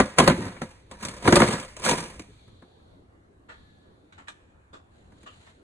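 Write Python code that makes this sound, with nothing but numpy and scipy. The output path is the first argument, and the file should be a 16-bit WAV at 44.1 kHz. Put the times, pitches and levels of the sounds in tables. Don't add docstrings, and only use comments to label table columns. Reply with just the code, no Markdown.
import sys
import numpy as np
from scipy import signal
from scipy.fft import rfft, irfft
from scipy.io import wavfile
from scipy.ndimage import uniform_filter1d

SR = 44100
rng = np.random.default_rng(int(sys.argv[2]) if len(sys.argv) > 2 else 0)


def wav_record(signal):
    frames = np.transpose(np.atleast_2d(signal))
    bounded = np.clip(frames, -1, 1)
    quanta = np.round(bounded * 32767).astype(np.int16)
    wavfile.write(sys.argv[1], SR, quanta)


N = 248264


def gain_of(db):
    return 10 ** (np.asarray(db) / 20)


def evened(x):
    return x / np.sqrt(np.mean(x ** 2) + 1e-20)


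def read(points, hz, axis=1):
    columns = np.transpose(points)
    return np.interp(np.log(hz + 1), np.log(columns[0] + 1), columns[axis])


def add(mix, s, sound):
    part = mix[:, max(round(s * SR), 0):][:, :sound.shape[1]]
    part += sound[:, :part.shape[1]]


def level(curve):
    return gain_of(np.interp(np.arange(N) / SR, *np.transpose(curve)))


def decay(t, t60):
    return np.exp(-np.log(1000) * t / np.maximum(t60, 1e-3))


def noise(spectrum, size, lumps_db=0, lump_hz=130):
    hz = np.fft.rfftfreq(size, 1 / SR)
    spot = np.sqrt(hz * 1000) / lump_hz
    heights = np.clip(rng.standard_normal(256), -2, 2)
    lumps = np.interp(spot, np.arange(len(heights)), heights)
    shape = gain_of(read(spectrum, hz) + lumps_db * lumps)
    white = rng.standard_normal((2, size))
    return evened(irfft(rfft(white) * shape, size))


def drifting(colour, patchy_db, patch_s, patch_hz):
    hz, t, z = signal.stft(noise(colour, N), SR, nperseg=1024, noverlap=768)
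    patches = rng.standard_normal((len(t), len(hz))).T
    for _ in range(2):
        patches = uniform_filter1d(patches, max(round(patch_s / t[1]), 1), axis=1)
        patches = uniform_filter1d(patches, max(round(patch_hz / hz[1]), 1), axis=0)
    z = z * gain_of(patchy_db * np.clip(evened(patches), -2, 2))
    return evened(signal.istft(z, SR, nperseg=1024, noverlap=768)[1][:, :N])


# frequency in Hz, decay time t60 in seconds.
ROOM_T60 = [(100, 0.31), (400, 0.24), (1200, 0.66), (2400, 1.3), (3900, 0.68), (7000, 1.1), (11000, 0.91)]


def room(x, gap=0.0035, build=0.0074):
    hz, t, z = signal.stft(rng.standard_normal((2, SR)), SR, nperseg=256)
    z *= decay(t, read(ROOM_T60, hz)[:, None]) * np.clip((t - gap) / build, 0, 1)
    tail = signal.istft(z, SR, nperseg=256)[1]
    return signal.fftconvolve(x, tail / np.linalg.norm(tail[0]), axes=1)[:, :N]


# frequency in Hz, side minus mid level in dB.
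WIDTH = [(60, -13), (110, -15.5), (190, -10.5), (340, -6.5), (610, 2.5), (1100, 3), (1960, 4.5),
         (3510, 2.5), (6270, -1), (11200, -7.5)]


def around(x):
    side = irfft(rfft(x[1]) * gain_of(read(WIDTH, np.fft.rfftfreq(N, 1 / SR))), N)
    return np.array([x[0] + side, x[0] - side])


# frequency in Hz, likeness from 0 to 1, left lead in radians.
PORTS = [(350, 0.96, 0.18), (650, 0.9, -0.5), (1193, 0.4, -.5), (2160, 0.5, -0.48), (2630, 0.6, 3),
         (3962, 0.3, 2), (4870, 0.97, 3), (5500, 1, 3.5), (6000, .93, 4.5), (7100, 0.4, 7.5),
         (9900, .95, 6.5), (10260, 1, 7.5), (11450, 1, 10)]
# frequency in Hz, left minus right in dB.
LEAN = [(130, -1), (260, -.5), (560, 1), (1200, -1), (2500, -1.5), (5000, 0.03)]


def near(x):
    hz = np.fft.rfftfreq(2 * N, 1 / SR)
    short_waves = hz ** 6 / (hz ** 6 + 380 ** 6)
    likeness = 1 - short_waves * (1 - np.clip(read(PORTS, hz), 0, 1))
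    lead = short_waves * read(PORTS, hz, axis=2)
    common, apart = rfft(x, 2 * N) * np.sqrt([(1 + likeness) / 2, (1 - likeness) / 2])
    lean = gain_of(read(LEAN, hz) / 2)
    left = (common + apart) * lean
    right = (common - apart) * np.exp(-1j * lead) / lean
    return irfft(np.array([left, right]))[:, :N]


# frequency in Hz, relative density in dB per Hz.
AIR = [(25, -14.5), (50, -3.5), (90, 2), (150, -8.5), (300, -10), (700, -18.5), (1600, -27.5), (2700, -38),
       (3900, -40), (5200, -49), (7000, -43), (11000, -49)]
AIR_DB = -58.5


def room_tone():
    return gain_of(AIR_DB) * drifting(AIR, patchy_db=2.5, patch_s=0.064, patch_hz=200)


# time in seconds, level in dB.
RUMBLE = [(0, -60.5), (1.901, -51), (2.2, -53), (2.6, -66), (3.6, -65.5), (4.2, -75), (4.9, -66.5)]
# frequency in Hz, relative density in dB per Hz.
RUMBLE_COLOUR = [(20, -10.5), (55, 0), (100, -4), (180, -20), (600, -59.5)]


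def rumble():
    return level(RUMBLE) * noise(RUMBLE_COLOUR, N)[0]


# time in seconds, level in dB.
SHUFFLE = [(2.5, -75), (2.9, -61), (3.1, -65.5), (3.37, -68), (3.6, -66.5), (4.35, -64), (4.6, -74.5),
           (5.15, -63.5), (5.63, -68)]
# frequency in Hz, relative density in dB per Hz.
SHUFFLE_COLOUR = [(70, -18), (160, 2.5), (280, 2.5), (520, -6.5), (900, -17), (2000, -38)]
# time in seconds, level in dB.
SWISH = [(2.15, -77), (2.42, -68), (2.95, -76), (3.15, -93), (3.44, -103.5), (3.52, -68), (3.82, -75),
         (4.6, -97.5)]
# frequency in Hz, relative density in dB per Hz.
SWISH_COLOUR = [(2700, -14), (3400, 0.5), (4400, 0), (5000, -18), (6500, -14.5), (11000, -21.5)]


def movement():
    low = level(SHUFFLE) * drifting(SHUFFLE_COLOUR, patchy_db=3.5, patch_s=0.043, patch_hz=90)
    return low + level(SWISH) * noise(SWISH_COLOUR, N)


WHISTLE_START_S, WHISTLE_END_S, WHISTLE_HZ, WHISTLE_DB = 3.5, 3.99, 1707, -77
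WHISTLE_WIDTH_HZ = 45


def whistle():
    t = np.arange(N) / SR
    arch = np.sin(np.pi * np.clip((t - WHISTLE_START_S) / (WHISTLE_END_S - WHISTLE_START_S), 0, 1))
    band = np.exp(-((np.fft.rfftfreq(N, 1 / SR) - WHISTLE_HZ) / WHISTLE_WIDTH_HZ) ** 2)
    tone = evened(irfft(rfft(rng.standard_normal((2, N))) * band, N))
    return gain_of(WHISTLE_DB) * arch * tone


# time in seconds, level in dB.
CRINKLE = [(4.85, -105), (4.95, -71.5), (5.1, -77), (5.22, -68.5), (5.3, -66), (5.42, -64), (5.52, -69),
           (5.63, -79)]
# frequency in Hz, relative density in dB per Hz.
CRINKLE_COLOUR = [(500, -13.5), (1500, 2), (2700, -2), (4200, 3.5), (5300, -13), (7000, -2), (9500, -9),
                  (11500, -18)]


def crinkle(snaps_per_s=1300, spread_db=2.0, snap_t60_s=.05, size=2048):
    sizes = gain_of(spread_db * np.minimum(rng.exponential(1, N), 3))
    snaps = sizes * (rng.random(N) < snaps_per_s / SR)
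    fade = decay(np.arange(size) / SR, snap_t60_s)
    power = signal.oaconvolve(snaps ** 2, fade ** 2)[:N]
    texture = drifting(CRINKLE_COLOUR, patchy_db=0.5, patch_s=.035, patch_hz=400)
    return level(CRINKLE) * evened(np.sqrt(abs(power))) * texture


# start in seconds, level in dB, peak in Hz, height of the
# peak in dB, body in dB, treble in dB, rise in seconds, t60 in seconds.
RUSTLES = [(3.481, -48.5, 1680, 10, 5.5, -6, 0.017, 0.22), (4.122, -57, 1460, 3.5, -8, -0.5, 0.0019, 0.21),
           (4.174, -51, 1763, 0, 2, -7, 0.0097, 0.2), (4.271, -53, 1700, 6, -23, -6, 0.0038, 0.11),
           (4.282, -41, 1643, 5.5, -7.5, 6, 0.001, 0.13), (4.726, -47.5, 1146, 12, 13, 2, 0.012, 0.19),
           (5.256, -48.5, 1307, 6.5, 5, -3, 0.0092, 0.19), (5.262, -54, 2890, 22, -4, 0, 0.01, 0.21),
           (5.46, -57, 1254, -4, 5, -5, 0.0092, 0.22)]
# frequency in Hz, relative density in dB per Hz.
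SCUFF = [(60, -12), (300, -7), (800, -4.5), (1400, -1), (2600, -9.5), (3700, -8.5), (5200, -21),
         (7500, -14), (11000, -36.5)]
PEAK_OCTAVES = 0.17
BODY_HZ, TREBLE_HZ = 800, 4170


def rustles(grain_db=1.5, size=16384):
    t, out = np.arange(size) / SR, np.zeros((2, N))
    f = np.geomspace(40, 12000, 200)
    for s, db, hz, height, body, treble, rise, t60 in RUSTLES:
        peak = height / (1 + (np.log2(f / hz) / PEAK_OCTAVES) ** 2)
        shelves = body / (1 + (f / BODY_HZ) ** 4) + treble / (1 + (TREBLE_HZ / f) ** 4)
        colour = np.transpose([f, read(SCUFF, f) + peak + shelves])
        grain = gain_of(grain_db * evened(uniform_filter1d(rng.standard_normal(size), 150)))
        puff = evened(noise(colour, size, lumps_db=3.5, lump_hz=49.84) * grain)
        swell = (1 - np.exp(-(t / rise) ** 2)) * decay(t, t60)
        add(out, s, gain_of(db) * puff * swell / swell.max())
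    return out


# frequency in Hz, relative density in dB per Hz.
THUD = [(25, -27.5), (60, -8.5), (110, 2.5), (180, 0.5), (260, 1), (400, -9), (520, -18), (900, -43.5)]
CLACK = [(250, -41.5), (430, -1.5), (540, 6), (820, -3.5), (1030, 2.5), (1350, -1.5), (2100, -6),
         (2800, -15.5), (4400, -14), (6500, -42.5)]
CRACK = [(1000, -30), (2400, 8), (3400, 2.5), (5000, 1.5), (6400, 2.5), (7600, 2.5), (9000, 0),
         (10500, -4.5), (11600, 0.5)]
# rise in seconds, t60 in seconds before the ring factor.
ENVELOPES = [(0.0027, 0.18), (0.00019, 0.17), (0.00078, 0.13)]
# frequency in Hz, relative level in dB, t60 in seconds before the ring factor.
MODES_OF_CRATE = [(173, 2.5, 0.15), (215.3, -2, 0.22), (245.4, -8, 0.18), (353.8, -1, 0.28),
                  (410.5, -1.5, 0.12), (517.7, -7, 0.38), (682, -3, 0.078), (953, -8.5, 0.2),
                  (1019.3, 0, 0.049), (1175, -9, 0.2), (1346, -8.5, 0.14), (1553, -11, 0.24),
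                  (1678, -11.5, 0.29), (1870, -13.5, 0.058), (2190, -12.5, 0.12), (2420, -21, 0.4),
                  (3320, -17, 0.15)]
SNAP_DB, SNAP_S = 0, 0.005


def contact(ring, modes_db=-7, lumps_db=(5, 6.5, 4), size=20480):
    t = np.arange(size) / SR
    parts = []
    for colour, lumps, (_, t60) in zip((THUD, CLACK, CRACK), lumps_db, ENVELOPES):
        parts.append(noise(colour, size, lumps, lump_hz=54.85) * decay(t, t60 * ring))
    parts = np.array(parts)
    for hz, db, t60 in MODES_OF_CRATE:
        detuned = hz * (1 + 0.0028 * rng.standard_normal())
        phase = 2 * np.pi * (detuned * t + rng.random((2, 1)))
        strength = gain_of(db + modes_db) * (.5 + rng.random())
        parts[int(hz > 450)] += strength * np.sin(phase) * decay(t, t60 * ring)
    parts[2] *= 1 + gain_of(SNAP_DB) * np.exp(-t / SNAP_S)
    for part, (rise, _) in zip(parts, ENVELOPES):
        part *= 1 - np.exp(-(t / rise) ** 2)
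        part /= np.sqrt(np.mean(part[:, :SR // 50] ** 2, axis=1, keepdims=True))
    return parts


# start in seconds, level in dB before the doubling in ticks().
TICKS = [(1.525, -36), (1.8497, -26.5), (1.978, -37), (2.004, -38.5), (2.22, -52.5), (5.2306, -59)]
TICK_T60_S = 0.044


def ticks(size=4096):
    t, out = np.arange(size) / SR, np.zeros((2, N))
    for s, db in TICKS:
        crack = noise(CRACK, size, lumps_db=1.5) * decay(t, TICK_T60_S)
        add(out, s, 2 * gain_of(db) * crack)
    return out


# start of full speed in seconds, length in seconds, friction in dB,
# load on the crate in dB.
DRAGS = [(0, 0.0048, -35, -0.5), (0.224, 0.017, -25, 3), (0.411, 0.048, -40.5, 3), (0.63, 0.01, -48.5, -4),
         (0.925, 0.014, -50.5, 0), (1.02, 0.12, -42, -4), (1.264, 0.14, -26, -0.5), (1.376, 0.048, -26, -4),
         (1.47, 0.04, -33, -3), (1.856, 0.023, -26, -7), (1.931, 0.051, -35.5, -1), (2.12, 0.04, -55, 2)]
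GRIP_DB_PER_S, EASE_DB_PER_S = 420.5, 132.5
SHARP_DB, DULLING = -4.5, 0.87
LIGHTEN_DB_PER_S = 14
GRAZE_DB, GRAZE_DB_PER_S = -7.5, 1701


def drag_force():
    t, power = np.arange(N) / SR, np.zeros((3, N))
    for s, length, db, weight in DRAGS:
        before, after = np.maximum(s - t, 0), np.maximum(t - s - length, 0)
        friction = db - GRIP_DB_PER_S * before - EASE_DB_PER_S * after
        load = weight - LIGHTEN_DB_PER_S * after
        power += gain_of([friction + load, friction, friction + SHARP_DB - DULLING * load]) ** 2
    for s, db, weight, sharpness, _ in KNOCKS:
        close = abs(t - s) < .04
        graze = db + GRAZE_DB - GRAZE_DB_PER_S * abs(t[close] - s)
        power[:, close] += gain_of([graze + weight, graze, graze + sharpness]) ** 2
    return np.sqrt(power)


CATCH_DB, CATCH_S = 1.5, .014


def slide(slips_per_s=700, spread_db=3, ring=0.72, shift_db=5, count=5):
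    force, out = drag_force(), np.zeros((3, 2, N))
    catches = evened(uniform_filter1d(rng.standard_normal(N), round(CATCH_S * SR)))
    force = force * evened(gain_of(CATCH_DB * np.clip(catches, -2, 2)))
    shifts = evened(uniform_filter1d(rng.standard_normal((count, N)), 2500))
    shares = gain_of(shift_db * shifts)
    for share in shares / np.linalg.norm(shares, axis=0):
        sizes = gain_of(spread_db * np.minimum(rng.exponential(1, N), 3))
        signs = rng.choice([-1, 1], N)
        happens = rng.random(N) < slips_per_s / count / SR
        slips = share * evened(sizes * signs * happens)
        body = contact(ring, modes_db=-6)
        body /= np.linalg.norm(body, axis=2, keepdims=True)
        out += signal.oaconvolve((slips * force)[:, None], body, axes=2)[..., :N]
    return out.sum(0)


# frequency in Hz, relative density in dB per Hz.
BEND = [(50, -23), (130, -4.5), (260, 1.5), (600, -2), (1000, -6.5), (1700, -8), (2400, -15.5),
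        (3200, -24.5), (6000, -40)]
BEND_DELAY_S, BEND_HZ = .01, 249.4


def bending_wave(size=20480):
    hz = np.fft.rfftfreq(size, 1 / SR)
    turns = 2 * BEND_DELAY_S * np.sqrt(BEND_HZ * hz)
    wave = irfft(gain_of(read(BEND, hz)) * np.exp(-2j * np.pi * turns), size)
    return wave / np.linalg.norm(wave) * np.sqrt(SR / 50)


PANEL_T60_S, PANEL_RISE_S = 0.12, .002


def panel(hz, size=20480):
    t = np.arange(size) / SR
    phase = 2 * np.pi * (hz * t + rng.random((2, 1)))
    return 2 * np.sin(phase) * (1 - np.exp(-(t / PANEL_RISE_S) ** 2)) * decay(t, PANEL_T60_S)


# start in seconds, strength in dB, weight of the load behind it in dB,
# sharpness of the edge in dB, note of the struck panel in Hz.
KNOCKS = [(0, -14, -2, -12.5, 205.2), (.1845, -12, -7, -4, 1006), (.199, -16, -5, -7, 1049),
          (0.276, -12, -2, -7.5, 533), (.298, -21.5, 2, -12, 228.4), (.318, -30, 3.5, -12.5, 269),
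          (.376, -41.5, 15.5, -8, 248.8), (.405, -44, 11.5, -7.5, 174.5), (.452, -42, 12, -3.5, 272),
          (.564, -47.5, -12, -14.5, 2250), (.617, -31, -1.5, -10.5, 228), (0.912, -41.5, -9, -4.5, 990),
          (1.027, -42, -5, 0.5, 320.9), (1.05, -37, -2.5, 4.5, 222.4), (1.084, -40.5, -3, 5, 272),
          (1.252, -30.5, 7.5, -18, 523), (1.276, -14, 0, -12, 231), (1.324, -13, 0, -10, 227.4),
          (1.356, -20.5, 0, 3, 352.6), (1.366, -15.5, -1, -12, 568.8), (1.401, -19, -5, -12, 361.7),
          (1.418, -15, -6, -15, 510), (1.437, -25, 0, -10.5, 355), (1.484, -28.5, 2, -8, 483.4),
          (1.531, -34.5, 5, -6, 450.7), (1.581, -38.5, -3.5, -8, 1356), (1.598, -46.5, 2.5, 8.5, 262.8),
          (1.648, -51.5, -6.5, 3.5, 1964), (1.766, -43.5, -14, 1, 621), (1.796, -46.5, 0.5, 1, 982.5),
          (1.839, -39, -5.5, 6.5, 543), (1.862, -23, -7.5, -4.5, 1643), (1.893, -27, -1.5, 3.5, 530),
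          (1.911, -24, -4, -1, 517), (1.93, -28, -9, -12.5, 366.6), (1.985, -41, -2, -6, 500),
          (2.194, -45, 2, 3, 306), (2.285, -71.5, 22.5, -14, 328), (2.478, -62.5, -15, -5, 1290),
          (2.622, -53.5, 4, -18, 376), (5.12, -61, 6.5, -10, 215), (5.23, -58, 6.5, -14, 245)]
KNOCK_RING = 0.54
LOAD_LAG_S = .006
LOAD_CLACK_DB = -11.5
BEND_DB, BEND_LOSS = -7.5, 0.38
PANEL_DB, PANEL_PER_LOAD = -5, 0.95


def knocks(rim_thud_db=-8, load_db=-2.5, clack_db=-4, crack_db=0):
    out = np.zeros((2, N))
    for s, db, weight, sharpness, hz in KNOCKS:
        rim = gain_of([weight + rim_thud_db, clack_db, sharpness + crack_db])
        load = gain_of([weight + load_db, LOAD_CLACK_DB])
        bend = gain_of(BEND_DB - BEND_LOSS * sharpness) * bending_wave()
        note = gain_of(PANEL_DB + PANEL_PER_LOAD * max(weight, 0)) * panel(hz)
        strike = np.tensordot(rim, contact(KNOCK_RING), 1)
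        landing = np.tensordot(load, contact(KNOCK_RING)[:2], 1)
        add(out, s, gain_of(db) * (strike + bend + note))
        add(out, s + LOAD_LAG_S, gain_of(db) * landing)
    return out


LOW_CUT_HZ = 42


def scene():
    low_cut = signal.butter(2, LOW_CUT_HZ, "high", fs=SR, output="sos")
    crates = signal.sosfilt(low_cut, knocks() + ticks() + slide())
    far = rustles() + crinkle() + whistle()
    close = near(crates + gain_of(-21.0) * room(crates))
    reverberant = room(gain_of(-37.0) * crates + gain_of(-16.0) * far)
    diffuse = far + reverberant + movement() + room_tone()
    return close + around(diffuse) + rumble()


EDGE_HZ = 11450


def record(dry):
    pair = dry / (1 + (dry / .95) ** 6) ** (1 / 6)
    low_pass = signal.firwin(401, EDGE_HZ, window=("kaiser", 8), fs=SR)
    return signal.oaconvolve(pair, low_pass[None], "same")


dry = scene()
out = record(dry)
wav_record(out)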